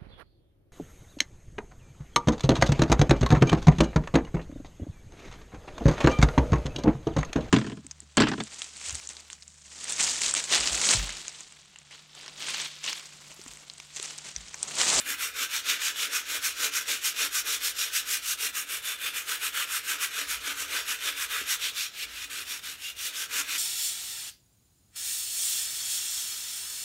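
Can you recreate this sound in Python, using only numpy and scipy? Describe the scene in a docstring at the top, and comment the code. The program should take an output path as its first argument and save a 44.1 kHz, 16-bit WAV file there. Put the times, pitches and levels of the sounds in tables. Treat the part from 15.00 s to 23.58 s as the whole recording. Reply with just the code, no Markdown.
"""A fine sanding sponge rubs up and down a painted glass jar held in the hand, about seven strokes a second.
Grit is noise with snagging grains, swelling with the hand's speed; the glass wall and the air inside ring along.
A finger bumps the jar once: a decaying knock and an air tone. The quiet room adds a short noise tail,
steady air, a low rumble of shaped noise and a wavering sine hum. One close microphone feeds both channels."""
import sys
import numpy as np
from scipy import signal
from scipy.fft import rfft, irfft, next_fast_len
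from scipy.io import wavfile
from scipy.ndimage import uniform_filter1d, map_coordinates

SR = 44100
rng = np.random.default_rng(int(sys.argv[2]) if len(sys.argv) > 2 else 0)


def gain_from_db(level_db):
    """Convert decibel levels to linear amplitude factors (20 dB per decade)."""
    decades = np.asarray(level_db, float) / 20
    return 10 ** decades


def wrap_up_sound(samples):
    """Save the sound to the file named by the first command line argument, as 16-bit audio."""
    columns = np.atleast_2d(samples).T
    # keep every value between -1 and 1, then stretch to whole-number steps
    tamed = np.clip(columns, -1, 1)
    steps = np.round(tamed * 32767).astype(np.int16)
    wavfile.write(sys.argv[1], SR, steps)


N = 378378  # length in samples

# centre level of the low house rumble: t/s, level/dB
RUMBLE_LEVEL = [(0, -71), (3, -75), (5, -73), (5.6, -70.5), (7.2, -67.5), (8.58, -72)]
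# spectrum of the rumble: f/Hz, relative level per Hz/dB
RUMBLE_COLOUR = [(15, -40), (30, -5), (50, -9), (80, 3), (110, -10), (150, -38)]
# spectrum of the steady room air: f/Hz, relative level per Hz/dB
AIR_COLOUR = [(20, -27), (60, -10), (120, -2), (250, -6.5), (700, -4.5), (3000, -19.5), (15000, -45)]
# stronger spells of the low hum: start t/s, end t/s, centre f/Hz, centre level/dB
HUM_SPELLS = [(2.27, 3.52, 52.1, -68.5), (5.243, 5.44, 57, -60), (5.46, 6.4, 59.5, -68.5),
              (7.03, 7.3, 53.5, -63)]
# decay of the room's answer: f/Hz, time to fall 60 dB t/s
ROOM_DECAY = [(300, 0.31), (2500, 0.05), (12000, 0.07)]
# a finger bumps the jar: t/s, level/dB
FINGER_BUMPS = [(6.414, -34.5)]
# broad colour of grit on painted glass: f/Hz, relative level per Hz/dB
GRIT_COLOUR = [(120, -54.5), (215, -27.5), (260, -22.5), (450, -14.5), (640, -18), (740, -25.5),
               (1000, -17.5), (1130, -11.5), (1280, -4.5), (1580, -4), (1870, -6.5), (2460, -3), (3640, -4),
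               (4850, -9), (5600, -3.5), (6100, -5.5), (6700, -4.5), (9600, -5.5), (10400, -9),
               (11500, -5.5), (15000, -11.5), (16000, -14)]
# air and wall modes of the jar, damped by hand and paint: f/Hz, width f/Hz, level over the grit/dB
JAR_MODES = [(285, 15, 10), (441, 18, 5), (678, 13, 4), (888, 22, 4), (972, 22, 3), (1541, 45, 2),
             (1685, 30, 2), (1963, 45, 1), (2450, 80, 2), (2925, 60, -1), (3550, 120, -5), (4755, 50, -1),
             (5080, 60, -2), (5590, 90, -1), (6635, 70, 1)]
# wall modes that sing when the grip leaves them free: f/Hz, width f/Hz
FREE_RINGS = [(2815, 45), (3525, 28), (3575, 32)]
# spells of singing, one list per free ring: middle t/s, half length t/s, level against the scratch/dB
SINGING_SPELLS = [
    [(3.5, 0.42, -10.5), (7.2, 0.39, -12), (7.87, 0.17, -3)],
    [(3.95, 0.37, -6.5), (5.9, 0.55, -21)],
    [(.3, 0.52, -20), (2.4, 0.67, -19), (8.15, .4, -15)],
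]
# borders between air tone, hollow tone, wall tone, low scratch, high scratch, bite and hiss: f/Hz
BAND_BORDERS = [325, 760, 1950, 3100, 4800, 7400]
# added blooms of the air tone: middle t/s, half length t/s, level over the hollow tone/dB
AIR_BLOOMS = [(0, 0.38, 1), (.9, 0.44, -6), (3.3, .5, -8), (5.4, 0.34, -6), (7.55, 0.65, 5), (8.5, .4, 3)]
# strokes, down and up in turn: reversal t/s, fastest moment t/s, scratch level/dB, hiss against scratch level/dB
STROKES = [(-0.11, -0.04, -36.5, 5), (0.036, 0.112, -36, 2.5), (0.17, 0.237, -34.5, 1.5),
           (0.328, 0.424, -30.5, -1), (0.486, 0.553, -33.5, 1.5), (0.632, 0.705, -29.5, -1),
           (0.784, 0.869, -31, 1), (0.937, 1.025, -32, 0), (1.098, 1.156, -33, 2.5),
           (1.243, 1.35, -34, 1.2), (1.406, 1.458, -34.5, 5), (1.546, 1.654, -32.5, 2),
           (1.71, 1.768, -34.5, 4), (1.854, 1.91, -31.5, 1), (2.004, 2.069, -34.5, 5.5),
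           (2.139, 2.223, -32.5, 2), (2.304, 2.381, -35.5, 6.5), (2.438, 2.515, -32, 3),
           (2.594, 2.671, -34.5, 5.5), (2.741, 2.807, -33, 2.5), (2.908, 2.966, -32.5, 5),
           (3.042, 3.13, -33.5, 5), (3.21, 3.313, -34, 5), (3.365, 3.439, -33, 3.5),
           (3.523, 3.586, -36, 5.5), (3.657, 3.738, -38, 4), (3.815, 3.882, -36, 1), (3.974, 4.072, -37, 1),
           (4.123, 4.176, -35.5, 2.3), (4.244, 4.321, -33.5, 2.3), (4.392, 4.457, -33, 0.5),
           (4.515, 4.6, -32, 0.5), (4.667, 4.756, -36.5, 5), (4.822, 4.907, -34.5, 3),
           (4.982, 5.038, -33.5, 4), (5.099, 5.192, -33, -1), (5.265, 5.31, -34.5, 3.5),
           (5.397, 5.506, -35, -2), (5.548, 5.61, -38.5, 2.5), (5.67, 5.77, -33, -2),
           (5.844, 5.911, -34.5, 1.5), (5.982, 6.066, -32.5, -1.5), (6.146, 6.224, -36, 3),
           (6.277, 6.344, -32.5, -1), (6.451, 6.531, -31.5, 3.5), (6.582, 6.656, -31.5, -2),
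           (6.725, 6.813, -32.5, -1), (6.914, 7.034, -38.5, -1.5), (7.065, 7.243, -40.5, -1.5),
           (7.295, 7.376, -38.5, 1), (7.447, 7.524, -40.5, 0.5), (7.612, 7.677, -39, 0),
           (7.767, 7.876, -40, 0.5), (7.944, 8.063, -37, 3.5), (8.12, 8.199, -37.5, 3.5),
           (8.28, 8.386, -34, 4), (8.452, 8.539, -34, 0.5)]
# how the hand sweeps: t/s, scratch level left at the reversals/dB, pointedness (under 1 blunt, over 1 peaked)
HAND = [(0, -50, 0.99), (.4, -49.5, 1.05), (.85, -46, 1.01), (1.4, -47.5, 1.5), (1.9, -47, 1.12),
        (2.5, -48.5, 0.87), (3, -48, 1.18), (3.35, -53.5, 0.71), (3.65, -52, 1.08), (3.98, -52.5, 0.61),
        (4.13, -49.5, 0.99), (4.6, -47.5, 1.1), (5.3, -44.5, 1.6), (5.8, -46.5, 1.05), (6.5, -46.5, 1.15),
        (6.72, -47.5, 0.81), (6.92, -52, 1.7), (7.08, -49.5, 1.7), (7.25, -54, 2.1), (7.36, -54, 0.42),
        (7.55, -57.5, 0.43), (7.78, -58.5, 0.8), (8.12, -52, 0.91), (8.58, -48, 1.1)]
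# how the jar is held, in relative units: t/s, turn of the sanded side away from the microphone,
# tip, how far the fingers leave the mouth open
POSE = [(0, -1.1, -1.4, 1), (.45, -0.22, 0.69, .1), (.9, 0.1, 1, -0.5), (1.4, -0.66, 0.4, 0.9),
        (1.9, 0.037, 0.59, 0.45), (2.4, -0.13, 0.42, 0.5), (2.8, 1.05, .5, 0.1), (3.2, 0.69, .3, -1.4),
        (3.65, -0.37, -.9, 0.7), (4.05, -0.85, -1.1, .5), (4.5, -1, -1, -0.35), (5.2, -0.83, -0.16, .2),
        (5.65, -0.69, .2, 1.5), (6, -0.6, 0.2, -.1), (6.35, -1.05, -.3, 0.05), (6.72, 1.46, .8, -1.5),
        (7.15, 0.7, 0.33, -1.4), (7.4, -0.17, -.2, .5), (7.7, 0.4, -.1, -0.7), (7.9, 1.7, .2, -3),
        (8.2, 0.17, .4, 0.5), (8.58, -0.36, .4, -0.3)]
# colour of the sponge at a reversal, against the scratch: hiss level/dB, wall tone level/dB, hollow tone level/dB
SLOW_COLOUR = [-3, -3.5, -15]


def unit(x):
    """Scaled to rms 1."""
    return x / np.sqrt(np.mean(x ** 2, axis=-1, keepdims=True) + 1e-20)


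def along(points, hz):
    """A table of values over frequency, read on a log axis."""
    f, v = np.transpose(points)
    return np.interp(np.log(hz + 1), np.log(f + 1), v)


def curves(rows):
    """One value per sample for each column after the time."""
    s, *columns = np.transpose(rows)
    return [np.interp(np.arange(N) / SR, s, column) for column in columns]


def spells(rows):
    """Rounded swells of amplitude, summed, each centred on its middle."""
    t = np.arange(N) / SR
    return sum(gain_from_db(db) * np.cos(np.pi / 2 * np.clip((t - s) / half, -1, 1)) for s, half, db in rows)


def wobble(rate):
    """A smooth random curve, rate knots a second."""
    knots = rng.standard_normal(int(N * rate / SR) + 4)
    return map_coordinates(knots, [np.arange(N) * rate / SR])


def filtered(x, response):
    """The sound shaped by a response of frequency."""
    m = next_fast_len(N + 8192)
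    return irfft(rfft(x, m) * response(np.fft.rfftfreq(m, 1 / SR)), m)[..., :N]


def causal(gain):
    """Minimum-phase response of a gain: it rings only after its cause."""
    cepstrum = irfft(np.log(gain + 1e-6))
    half = len(cepstrum) // 2
    cepstrum[1:half] *= 2
    cepstrum[half + 1:] = 0
    return np.exp(rfft(cepstrum))


def shaped_noise(colour):
    """Steady noise of rms 1 with the given spectrum."""
    return unit(filtered(rng.standard_normal(N), lambda hz: gain_from_db(along(colour, hz))))


def rumble():
    """Low shaped noise that comes and goes about its centre level."""
    swing_db = 2.5
    return gain_from_db(curves(RUMBLE_LEVEL)[0] + swing_db * wobble(4)) * shaped_noise(RUMBLE_COLOUR)


def hum():
    """A sine wavering in pitch and level; it is faint between stronger spells, each with its own pitch."""
    edge_s, faint_hz, faint_db = 0.088, 55, -76.5
    t = np.arange(N) / SR
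    drift = np.cumsum(1.1 * wobble(14)) / SR  # in cycles

    def tone(hz):
        return np.sqrt(2) * np.sin(2 * np.pi * (hz * t + drift))

    gates = [np.clip(np.minimum(t - s0, s1 - t) / edge_s + 0.5, 0, 1) for s0, s1, _, _ in HUM_SPELLS]
    strong = sum(gate * gain_from_db(db) * tone(hz) for gate, (_, _, hz, db) in zip(gates, HUM_SPELLS))
    faint = (1 - np.max(gates, axis=0)) * gain_from_db(faint_db) * tone(faint_hz)
    return gain_from_db(1.6 * wobble(14)) * (strong + faint)


def hush():
    """The quiet bed: steady room air, rumble and hum."""
    return gain_from_db(-64.5) * shaped_noise(AIR_COLOUR) + rumble() + hum()


def room(x):
    """The room's answer as a noise tail in which each frequency dies at its own speed."""
    hz, t, z = signal.stft(rng.standard_normal(SR // 2), SR, nperseg=256)
    decay = gain_from_db(-60 * t / along(ROOM_DECAY, hz)[:, None])
    tail = signal.istft(z * decay, SR, nperseg=256)[1]
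    late = np.pad(x, (300, 0))  # delay in samples
    return signal.fftconvolve(late, tail / np.linalg.norm(tail))[:N]


def bumps():
    """A soft knock with the jar's lowest air mode ringing on longer, both decaying sines."""
    out, t = np.zeros(N + SR), np.arange(SR // 4) / SR
    knock = gain_from_db(-60 * t / 0.028) * np.sin(2 * np.pi * 400 * t)
    ring = 0.31 * gain_from_db(-60 * t / 0.083) * np.sin(2 * np.pi * JAR_MODES[0][0] * t)
    soft_onset = 1 - np.exp(-t / 0.0011)
    for s, db in FINGER_BUMPS:
        out[round(s * SR):][:len(t)] += gain_from_db(db) * soft_onset * (knock + ring)
    return out[:N]


def jar_gain(hz):
    """Grit colour with the jar's resonances standing on it."""
    modes = sum(gain_from_db(db) ** 2 / (1 + (2 * (hz - centre) / width) ** 2) for centre, width, db in JAR_MODES)
    return gain_from_db(along(GRIT_COLOUR, hz)) * np.sqrt(1 + modes)


def shares(hz, steep):
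    """Overlapping bands that add up to one."""
    below = [1 / (1 + (hz / edge) ** steep) for edge in BAND_BORDERS]
    return np.diff([0 * hz, *below, 0 * hz + 1], axis=0)


def paths(hz):
    """From the contact to the air: the bands of the jar's colour, then the free wall resonances."""
    rings = [1j * hz * width / (centre ** 2 - hz ** 2 + 1j * hz * width) for centre, width in FREE_RINGS]
    return np.vstack([causal(jar_gain(hz)) * shares(hz, steep=15.6), rings])


def patches(x, size, depth_db):
    """Random gain in patches about 0.1 s long, the narrower in pitch the larger the frame size."""
    z = signal.stft(x, nperseg=size)[2]
    field = uniform_filter1d(rng.standard_normal(z.shape), size=4, axis=0)
    field = uniform_filter1d(field, size=SR // 5 // size, axis=1)
    return signal.istft(z * gain_from_db(depth_db * field / field.std()), nperseg=size)[1][:N]


def grit():
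    """Fine grains blur to noise and some snag harder; as the contact moves, broad patches shift and tones flare."""
    snags = (rng.random(N) < 0.02) * rng.standard_normal(N)
    grains = rng.standard_normal(N) + gain_from_db(-10) * unit(snags)
    clumped = grains * gain_from_db(0.88 * wobble(180))
    shifting = patches(clumped, size=256, depth_db=1.06)
    return unit(patches(shifting, size=2048, depth_db=1.5))


def blend(a, b, lean_db):
    """Gains of two neighbouring bands of power a and b: rms 1 together, leaning to the first by lean_db."""
    total = np.sqrt(gain_from_db(lean_db) ** 2 * a + b)
    return gain_from_db(lean_db) / total, 1 / total


def strokes():
    """Speed swells from reversal to mid-stroke and the scratch with it: speed 0..1, scratch dB, hiss dB, direction."""
    last_turn_s = 8.63
    top_turn_db = 0.84  # reversals before a down stroke are this much louder, before an up stroke softer
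    t = np.arange(N) / SR
    start_s, crest_s, crest_db, hiss_db = np.transpose(STROKES)
    turn_s = np.r_[start_s, last_turn_s]
    upward = -(-1.0) ** np.arange(len(turn_s))  # -1 down, +1 up
    hand_s, rest_db, pointed = np.transpose(HAND)
    turn_db = np.interp(turn_s, hand_s, rest_db) - top_turn_db * upward
    knots = np.sort(np.r_[turn_s, crest_s])
    travel = np.interp(t, knots, np.arange(len(knots)) % 2)  # 0 at reversals, 1 at the fastest moment
    stroke = np.searchsorted(turn_s, t, side="right") - 1
    slow_db = turn_db[stroke + (t > crest_s[stroke])]
    power = np.clip(np.interp(crest_s, hand_s, pointed), 0.3, 4)
    speed = np.sin(np.pi / 2 * travel) ** power[stroke]
    speed = uniform_filter1d(speed, size=SR // 90)  # the foam gives, so no reversal is abrupt
    scratch_db = slow_db + speed * (crest_db[stroke] - slow_db)
    return speed, scratch_db, hiss_db[stroke], upward[stroke]


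def sponge():
    """Grit driven through the jar: faster is louder; direction, speed and the jar's pose set the colour."""
    speed, scratch_db, full_hiss_db, upward = strokes()
    turn, tip, mouth = curves(POSE)
    # tones against the scratch: usual dB, dB by direction, dB per unit of pose
    full_wall_db = -6.5 + 0.28 * upward - 3.5 * turn
    full_wall_db = full_wall_db + 0.27 * full_hiss_db  # a stroke rich in hiss is rich in wall tone too
    full_hollow_db = -24 + 2.1 * upward + 4.2 * mouth
    # the colour of the stroke is reached well before its full speed
    full_colour = [full_hiss_db, full_wall_db, full_hollow_db]
    hiss_db, wall_db, hollow_db = [slow + speed ** 0.74 * (full - slow)
                                   for full, slow in zip(full_colour, SLOW_COLOUR)]
    high_db = 0.01 + 2.4 * turn  # high over low scratch
    air_db = 20 * np.log10(gain_from_db(-3) + spells(AIR_BLOOMS))  # air over hollow tone
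    # slow grains pass too seldom to make the highest hiss, and at full speed the bite leads again
    bite_db = 3.5 * tip + 6.0 * (1 - speed) ** 3 + 2.9 * speed ** 3

    powers = np.mean(abs(paths(np.fft.rfftfreq(2 ** 15, 1 / SR))) ** 2, axis=1)
    air, hollow, wall, low, high, bite, hiss, *rings = powers
    gripped_db = -30.5  # level the free rings keep outside their spells
    free = [(gain_from_db(gripped_db) + spells(rows)) / np.sqrt(ring) for rows, ring in zip(SINGING_SPELLS, rings)]
    drive = [*gain_from_db(hollow_db) * blend(air, hollow, air_db),
             gain_from_db(wall_db) / np.sqrt(wall),
             *blend(low, high, -high_db),
             *gain_from_db(hiss_db) * blend(bite, hiss, bite_db),
             *free]
    # the force swells before the jar colours it, so narrow modes ring on into the reversals
    force = gain_from_db(scratch_db + 0.9 * wobble(30)) * grit()
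    return filtered(force * drive, paths).sum(axis=0)


def scene():
    """One microphone feeds both channels: the jar, the room's answer and the quiet bed."""
    near = sponge() + bumps()
    return np.tile(near + gain_from_db(-17) * room(near) + hush(), (2, 1))


def top_cut(x):
    """Nothing passes above the cut-off."""
    return signal.sosfilt(signal.butter(12, 16870, fs=SR, output="sos"), x)


def record(dry):
    """The finished mix keeps nothing from the band limit up."""
    limit_hz = 15760
    mix = filtered(dry, lambda hz: hz < limit_hz)
    return top_cut(mix)


dry = scene()
out = record(dry)
wrap_up_sound(out)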